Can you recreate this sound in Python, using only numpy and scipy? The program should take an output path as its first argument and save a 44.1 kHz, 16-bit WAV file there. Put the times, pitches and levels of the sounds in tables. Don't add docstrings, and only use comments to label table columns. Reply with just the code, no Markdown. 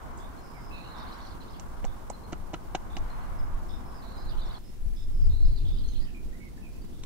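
import sys
import numpy as np
from scipy import signal
from scipy.io import wavfile
from scipy.ndimage import uniform_filter1d

SR = 44100
rng = np.random.default_rng(int(sys.argv[2]) if len(sys.argv) > 2 else 0)


def ratio_of_db(decibels):
    return 10 ** (np.asarray(decibels, float) / 20)


def dump(signal):
    limited = np.clip(np.atleast_2d(signal).T, -1, 1)
    pcm = np.round(limited * 32767).astype(np.int16)
    wavfile.write(sys.argv[1], SR, pcm)


N = 310905
CHANGE_S = 4.586

# (start_s, thump_db, clack_centre_hz, crack_centre_hz)
BLOWS = [
    (1.598, -58, 3000, 6700),
    (1.846, -34.5, 2130, 6600),
    (2.0987, -44, 1500, 8300),
    (2.3285, -29.5, 2460, 6360),
    (2.5383, -29, 2870, 6300),
    (2.749, -29.5, 3080, 6200),
    (2.9672, -36.5, 3100, 5940),
    (7.035, -53, 4370, 6700),
]
# (start_s, knock_hz, knock_db, clack_db, crack_db)
TOUCHES = [(1.597, 700, -48, -43, -34), (1.8434, 570, -26.5, -36, -46), (1.8500, 800, -27, -44, -34.5),
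           (2.0996, 574, -27.5, -35, -29), (2.1006, 700, -43, -40, -27.5), (2.1020, 830, -25, -39, -35),
           (2.321, 620, -57, -53, -49), (2.3245, 654, -28.5, -41, -43), (2.3285, 625, -40, -44, -40),
           (2.331, 1384, -31.5, -34, -53), (2.3345, 710, -32.5, -41, -60), (2.5335, 630, -27.5, -49, -46),
           (2.5385, 670, -27.5, -34.5, -39.5), (2.5420, 970, -30.5, -34, -49),
           (2.544, 1370, -32, -33.5, -44), (2.7484, 760, -16.5, -32, -37), (2.7520, 1610, -29, -24, -28),
           (2.7555, 810, -43, -40, -46), (2.9676, 770, -39, -30, -37), (2.9700, 705, -30.5, -35, -44),
           (2.9730, 800, -48, -41, -49), (2.984, 900, -54, -55, -46), (7.0361, 1090, -46, -24.5, -38)]
# (pitch_hz, level_db, time_to_fall_60_db_s)
CLACK_TONES = [(1440, -4, 0.0033), (2150, 11, 0.003), (2790, 11.5, 0.0032), (3500, 8.5, 0.0025)]
# (pitch_hz, level_db, time_to_fall_60_db_s)
CRACK_TONES = [(4700, 14, 0.0029), (5800, 7.5, 0.0045), (6600, -1.5, 0.011), (7550, 4, 0.0046)]


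def log_blows():
    size = 2048
    out = np.zeros((2, N + size))
    t = np.arange(size) / SR
    chance = rng.standard_normal((len(TOUCHES), 8))
    give = 1 - np.exp(-(t / 0.00079) ** 2)
    bite = 1 - np.exp(-t / 0.00039)

    for start_s, thump_db, _, _ in BLOWS:
        thump = give * stake_thump(start_s, size)
        at = round(start_s * SR)
        out[:, at:at + size] += ratio_of_db(thump_db + 6.0) * thump

    for (start_s, knock_hz, knock_db, clack_db, crack_db), luck in zip(TOUCHES, chance):
        nearest_blow = min(BLOWS, key=lambda blow: abs(blow[0] - start_s))
        clack_hz, crack_hz = nearest_blow[2:]
        knock = ratio_of_db(knock_db + 2.5) * give * ring(knock_hz, 0.017, size)
        clack = ratio_of_db(clack_db - 2.5) * bite * struck_tones(CLACK_TONES, clack_hz, 32.0, luck, size)
        crack = ratio_of_db(crack_db + 1.5) * bite * struck_tones(CRACK_TONES, crack_hz, 46.0, luck[4:], size)
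        side_db = np.array([[-0.62, 1.7, -32.0], [0.46, 5.2, 3.0]]) * (start_s < CHANGE_S)
        at = round(start_s * SR)
        out[:, at:at + size] += ratio_of_db(side_db) @ [knock, clack, crack]

    no_sparkle = signal.butter(6, 8800, fs=SR, output="sos")
    dull = signal.sosfilt(no_sparkle, out[:, :N])
    return trunk_echoes(from_right(dull, late_samples=3), t60=0.04, wet_db=-5.0, gap_s=0.0021)


def stake_thump(start_s, size):
    slack_hz, sink_s, t60_s = 83, 0.47, 0.023
    stake_hz = 300 - slack_hz * np.exp(-abs(start_s - BLOWS[1][0]) / sink_s)
    return ring(stake_hz, t60_s, size) + 0.45 * ring(0.6 * stake_hz, 2.3 * t60_s, size)


def struck_tones(table, centre_hz, focus_db, chance, length):
    out = 0
    for (hz, level_db, t60), luck in zip(table, chance):
        off_centre_db = focus_db * np.log2(hz / centre_hz) ** 2
        out = out + ratio_of_db(level_db - off_centre_db + 1.4 * luck) * ring(hz, t60, length)
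    return out


def ring(hz, t60, length):
    t = np.arange(length) / SR
    return np.sin(2 * np.pi * hz * t) * ratio_of_db(-60 * t / t60)


def birds(song):
    out = np.zeros(N)
    trills_per_s = 66 * ratio_of_db(1.2 * drift(24.71)[0])
    strokes = np.cumsum(trills_per_s) / SR
    quaver = drift(185)
    for start_s, length, first_hz, last_hz, level_db, trill_hz in song:
        t = np.arange(int(length * SR)) / SR
        at = round(start_s * SR)
        now = slice(at, at + len(t))
        stroke = 2 * (strokes[now] % 1) - 1

        glide_hz = first_hz + (last_hz - first_hz) * t / length
        wide_hz = trill_hz + 0.21 * abs(last_hz - first_hz)
        pitch_hz = glide_hz + trill_hz * stroke + (24 + 0.357 * wide_hz) * quaver[0, now]

        fade = np.clip(np.minimum(t / 0.0035, (length - t) / 0.0037), 0, 1)
        snap = 1 + 0.78 * np.exp(-t / 0.0062)
        throb = (1 - np.clip(trill_hz / 400, 0, .8) * stroke ** 4) * ratio_of_db(2.6 * quaver[1, now])
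        whistle = np.sin(2 * np.pi * np.cumsum(pitch_hz) / SR)
        out[now] += ratio_of_db(level_db - 3.5) * fade * snap * throb * whistle
    side_db = np.array([[-5.0], [3.0]])
    heard = from_right(out * ratio_of_db(side_db), late_samples=9)
    return trunk_echoes(heard, t60=.28, wet_db=-1.8, gap_s=.012)


BUZZ_HZ, CLEAR_HZ = 319, 111

# (start_in_phrase_s, length_s, first_hz, last_hz, level_db)
PHRASE_BUZZ = [(.255, .06, 5020, 4910, -58), (.335, 0.29, 4004, 4245, -55), (.6, 0.052, 4880, 2560, -53),
               (.69, 0.049, 2850, 4580, -54), (.81, 0.027, 3500, 4680, -49),
               (.915, .021, 6000, 6550, -53.5), (1.04, .061, 4550, 4950, -56),
               (1.085, .062, 3160, 2380, -55)]
# (start_in_phrase_s, length_s, first_hz, last_hz, level_db)
PHRASE_CLEAR = [(0, 0.0154, 5550, 4700, -55.5), (.015, .07, 5250, 5120, -62), (.17, .12, 5240, 5200, -65),
                (.49, 0.042, 5000, 5000, -56), (.72, 0.075, 3590, 3610, -54), (.855, 0.02, 3620, 3180, -57),
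                (.877, .07, 4150, 4260, -55), (.955, 0.054, 4370, 2460, -54.5),
                (.99, 0.037, 4200, 4160, -51.5)]


def phrase(start_s):
    return notes(PHRASE_BUZZ, BUZZ_HZ, start_s) + notes(PHRASE_CLEAR, CLEAR_HZ, start_s)


# (start_s, length_s, first_hz, last_hz, level_db)
EARLY_BUZZ = [(.172, .02, 7800, 4440, -52.5), (.41, .22, 5260, 4990, -62), (.725, .31, 4010, 3990, -53.5),
              (.97, .057, 5940, 3500, -56), (1.05, .054, 3270, 4240, -60), (1.20, .029, 3290, 5800, -55),
              (1.255, .025, 5860, 3330, -53), (1.31, .025, 5130, 3430, -59),
              (1.405, .027, 4400, 2700, -51.5)]
# (start_s, length_s, first_hz, last_hz, level_db)
EARLY_CLEAR = [(.62, 0.086, 5200, 5050, -59.5), (.945, 0.096, 3660, 3650, -53),
               (1.12, 0.02, 4130, 3970, -51.5), (1.22, 0.061, 4280, 4000, -58),
               (1.48, .026, 3500, 4850, -57), (1.50, 0.036, 5200, 4900, -60),
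               (1.53, 0.045, 4330, 2110, -58)]


def early_phrase():
    return notes(EARLY_BUZZ, BUZZ_HZ) + notes(EARLY_CLEAR, CLEAR_HZ)


# (start_s, length_s, first_hz, last_hz, level_db)
FLUTE = [(.54, .025, 2320, 2280, -55), (.565, 0.018, 2070, 2150, -51), (.71, 0.088, 2620, 2570, -46.5),
         (.84, 0.046, 2750, 2900, -57), (6.015, 0.077, 1926, 1740, -57.5), (6.145, 0.039, 2470, 2260, -51),
         (6.325, 0.036, 1814, 2060, -55), (6.40, 0.073, 2235, 2150, -53.5), (6.575, 0.022, 1745, 1790, -54),
         (6.625, 0.052, 2665, 2400, -53), (6.74, 0.044, 2560, 2650, -62)]
# (start_s, level_db)
CHURRS = [(.195, -57.5), (1.865, -61.5), (2.90, -56), (3.69, -55.5), (4.965, -56), (6.925, -64.5)]
# (start_s, pitch_hz, level_db)
PIPS = [(.375, 4200, -62), (.87, 7050, -65), (2.13, 4180, -55.5), (2.235, 4210, -58), (3.10, 4190, -55.5),
        (3.21, 4170, -60), (3.385, 5150, -57.5), (4.640, 5100, -61), (4.675, 5260, -60.5),
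        (6.815, 4660, -60.5)]


def calls():
    churr_s, churr_hz, rise_hz, churr_trill_hz = 0.069, 3495, 147, 190
    pip_s, pip_trill_hz = 0.025, 60
    flute = notes(FLUTE, trill_hz=55)
    churrs = [(s, churr_s, churr_hz, churr_hz + rise_hz, db, churr_trill_hz) for s, db in CHURRS]
    pips = [(s, pip_s, hz, hz, db, pip_trill_hz) for s, hz, db in PIPS]
    return flute + churrs + pips


def notes(table, trill_hz, start_s=0):
    return [(start_s + s, length, first_hz, last_hz, db, trill_hz) for s, length, first_hz, last_hz, db in table]


# (first_s, last_s, low_hz, high_hz, level_db, chirps_per_s)
CHATTER_BEFORE = [
    (.96, 1.36, 2930, 5800, -60, 127),
    (1.40, 1.56, 2840, 5250, -60, 57),
    (4.28, 4.59, 2710, 5490, -54.5, 74),
]
# (first_s, last_s, low_hz, high_hz, level_db, chirps_per_s)
CHATTER_AFTER = [
    (5.56, 5.98, 2536, 5500, -59.5, 92),
    (5.99, 6.13, 2400, 5600, -69, 80),
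]


def chatter(spells):
    rows = []
    for first_s, last_s, low_hz, high_hz, level_db, per_s in spells:
        when, where, slope, size = rng.random((60, 4)).T
        count = int(np.clip(per_s * (last_s - first_s), 1, 60))
        start_s = first_s + (last_s - first_s) * when
        length_s = 0.0086 + 0.0108 * size
        middle_hz = low_hz * (high_hz / low_hz) ** where
        swing_hz = 700 * (2 * slope - 1)
        chirp_db = level_db + 6 * (size - .5) - 8 * (2 * where - 1) ** 2
        no_trill = 0 * when
        chirps = zip(start_s, length_s, middle_hz - swing_hz, middle_hz + swing_hz, chirp_db, no_trill)
        rows += list(chirps)[:count]
    return rows


# (pitch_hz, level_db per Hz)
WIND_TONE = [(10, 0.5), (21, -2.5), (34, -11.5), (50, -17), (70, -22), (104, -24.5), (160, -48), (260, -46)]
# (time_s, level_db)
BREEZE = [(0, -42), (.5, -51.5), (1.2, -45), (1.45, -48), (2.2, -52.5), (2.8, -41.5), (3.3, -36.5),
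          (3.9, -44.5), (4.65, -47), (5.1, -29.5), (5.5, -33), (6.0, -38), (6.4, -47), (7.05, -42)]
# (peak_s, peak_db, left_right_db)
EDDIES = [(.27, -48, 8), (.70, -42, -3), (1.31, -58, 4), (1.70, -38.5, 4), (1.86, -29, -3), (2.08, -40, 3),
          (2.41, -36.5, 9), (2.71, -42, 5), (3.02, -29.5, 3), (3.419, -28, -1), (3.55, -28.5, -3.5),
          (3.73, -38.5, 15), (4.28, -32, -2), (4.379, -27.5, -3.5), (4.48, -32.5, 4), (4.869, -26.5, 6),
          (5.04, -46, 2), (5.15, -28, -2), (5.261, -17, 3), (5.34, -27.5, -11), (5.46, -15.5, 4),
          (5.64, -24.5, 7), (5.74, -22.5, 0), (5.87, -29.5, 9), (5.99, -28.5, -12.5), (6.28, -31.5, -4),
          (6.79, -42, 0), (7.04, -44, 11)]


def wind():
    rise_s, fall_s = 0.058, 0.06
    t = np.arange(0, N + 64, 64) / SR
    power = ratio_of_db(2 * np.interp(t, *np.transpose(BREEZE))) * np.ones((2, 1))
    for peak_s, peak_db, pan_db in EDDIES:
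        away = np.where(t < peak_s, (peak_s - t) / rise_s, (t - peak_s) / fall_s)
        side_db = np.array([[1], [-1]]) * pan_db
        power = power + ratio_of_db(2 * peak_db + side_db) * np.exp(-2 * away)
    gust_db = np.array([np.interp(np.arange(N) / SR, t, 10 * np.log10(p)) for p in power])

    out = 0
    for hz, band in noise_bands(WIND_TONE, patchy_db=2.7):
        out = out + band * ratio_of_db(0.0032 * (gust_db + 10) * np.log2(hz / 30))
    out = rms_one(out)
    swell = uniform_filter1d(out ** 2, size=3000, axis=1)
    evened = rms_one(out / (swell + .1) ** .4)
    push = evened * ratio_of_db(gust_db + 2.5)
    return .42 * np.tanh(push / .42)


# (pitch_hz, level_db per Hz)
ROAD_TONE = [(240, -58), (400, -5), (472, -9), (932, 1.5), (1280, -2.5), (2600, -23), (3380, -62),
             (5720, -120)]
# (peak_s, peak_db, half_width_s)
PASSES = [
    (.12, -53, 0.26),
    (1.08, -49.5, 0.18),
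    (1.9, -58, 0.27),
    (3.2, -51, 0.24),
    (4.08, -55.5, 0.45),
    (4.53, -54.5, 0.097),
]


def road():
    t = np.arange(N) / SR
    power = ratio_of_db(2 * -61)
    for peak_s, peak_db, half_s in PASSES:
        power = power + ratio_of_db(2 * peak_db) / (1 + ((t - peak_s) / half_s) ** 2)
    drone_db = 10 * np.log10(power)
    tilt_db = 0.8944 * (drone_db + 50)
    out = 0
    for hz, band in noise_bands(ROAD_TONE, patchy_db=1.5):
        out = out + band * ratio_of_db(tilt_db * np.log2(hz / 1000))
    return rms_one(out) * ratio_of_db(drone_db + 5.5)


# (pitch_hz, level_db per Hz)
AIR_TONE = [(24, -37), (40, -1.5), (118, -12), (262, -12), (433, -22.5), (585, -30), (715, -19), (790, -28),
            (1480, -33.5), (2380, -35.5), (5870, -37.5), (13800, -41), (16000, -47)]
# (pitch_hz, left_right_db)
AIR_BALANCE = [(60, 0), (300, -3), (800, -0.8), (4000, -1.5), (15000, -0.8)]
# (time_s, level_db)
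MURMUR = [(0, -51.5), (2.2, -53), (2.6, -52.5), (4.15, -50.5), (4.85, -57.5), (5.8, -51), (7.05, -51.5)]


def air():
    swell_db = np.interp(np.arange(N) / SR, *np.transpose(MURMUR)) + 57
    out = 0
    for hz, band in noise_bands(AIR_TONE, patchy_db=1.88):
        side_db = np.array([[.5], [-.5]]) * at_hz(AIR_BALANCE, hz)
        out = out + band * ratio_of_db(side_db + swell_db / (1 + (hz / 700) ** 2))
    low = signal.lfilter([.03], [1, -.97], out)
    shared = out + 0.1 * low[::-1]
    stir_db = 0.92 * drift(36.0)[0]
    return rms_one(shared) * ratio_of_db(-48 + 3.5 + stir_db)


def trunk_echoes(x, t60, wet_db, gap_s):
    t = np.arange(int(.6 * SR)) / SR
    cloud = rng.standard_normal((2, len(t))) * ratio_of_db(-60 * t / t60) * np.clip(t / gap_s, 0, 1)
    cloud = ratio_of_db(wet_db) * cloud / np.sqrt(np.sum(cloud ** 2, axis=1)[:, None])
    cloud[:, 0] = 1
    return signal.fftconvolve(x, cloud, axes=1)[:, :N]


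def from_right(x, late_samples):
    return np.array([np.roll(x[0], late_samples), x[1]])


def noise_bands(spectrum, patchy_db):
    low, high = spectrum[0][0], min(spectrum[-1][0], .45 * SR)
    edges = np.geomspace(low, high, int(2 * np.log2(high / low)) + 2)
    white = rng.standard_normal((2, 2, N))
    for k, (lo, hi) in enumerate(zip(edges, edges[1:])):
        middle_hz = np.sqrt(lo * hi)
        band_filter = signal.butter(2, [lo, hi], "band", fs=SR, output="sos")
        band = signal.sosfilt(band_filter, white[k % 2])
        flicker_db = patchy_db * drift(8.5) / (1 + lo / 5000)
        yield middle_hz, band * ratio_of_db(at_hz(spectrum, middle_hz) + flicker_db)


def at_hz(points, hz):
    pitch_hz, level_db = np.array(points).T
    return np.interp(np.log(hz), np.log(pitch_hz), level_db)


def drift(rate):
    r = np.exp(-128 * np.pi * rate / SR)
    steps = rng.standard_normal((2, N // 64 + 1002))
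    slow = signal.lfilter([1], [1, -2 * r, r * r], steps)[:, 1000:]
    return np.array([np.interp(np.arange(N) / 64, np.arange(len(v)), rms_one(v)) for v in slow])


def rms_one(x):
    return x / np.sqrt(np.mean(x ** 2) + 1e-20)


def scene():
    first_view = np.clip((CHANGE_S - np.arange(N) / SR) / 0.003, 0, 1)
    single = calls()
    calls_before = [row for row in single if row[0] < CHANGE_S]
    calls_after = [row for row in single if row[0] > CHANGE_S]
    song_before = early_phrase() + phrase(3.686) + chatter(CHATTER_BEFORE) + calls_before
    song_after = phrase(4.960) + chatter(CHATTER_AFTER) + calls_after
    before = birds(song_before) + road()
    return log_blows() + first_view * before + birds(song_after) + wind() + air()


def band_limit(x):
    return signal.sosfilt(signal.butter(12, 16440, fs=SR, output="sos"), x)


def record(dry):
    top_cut = signal.ellip(14, .2, 80, 15740, fs=SR, output="sos")
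    mix = signal.sosfilt(top_cut, dry)
    return band_limit(mix)


dry = scene()
out = record(dry)
dump(out)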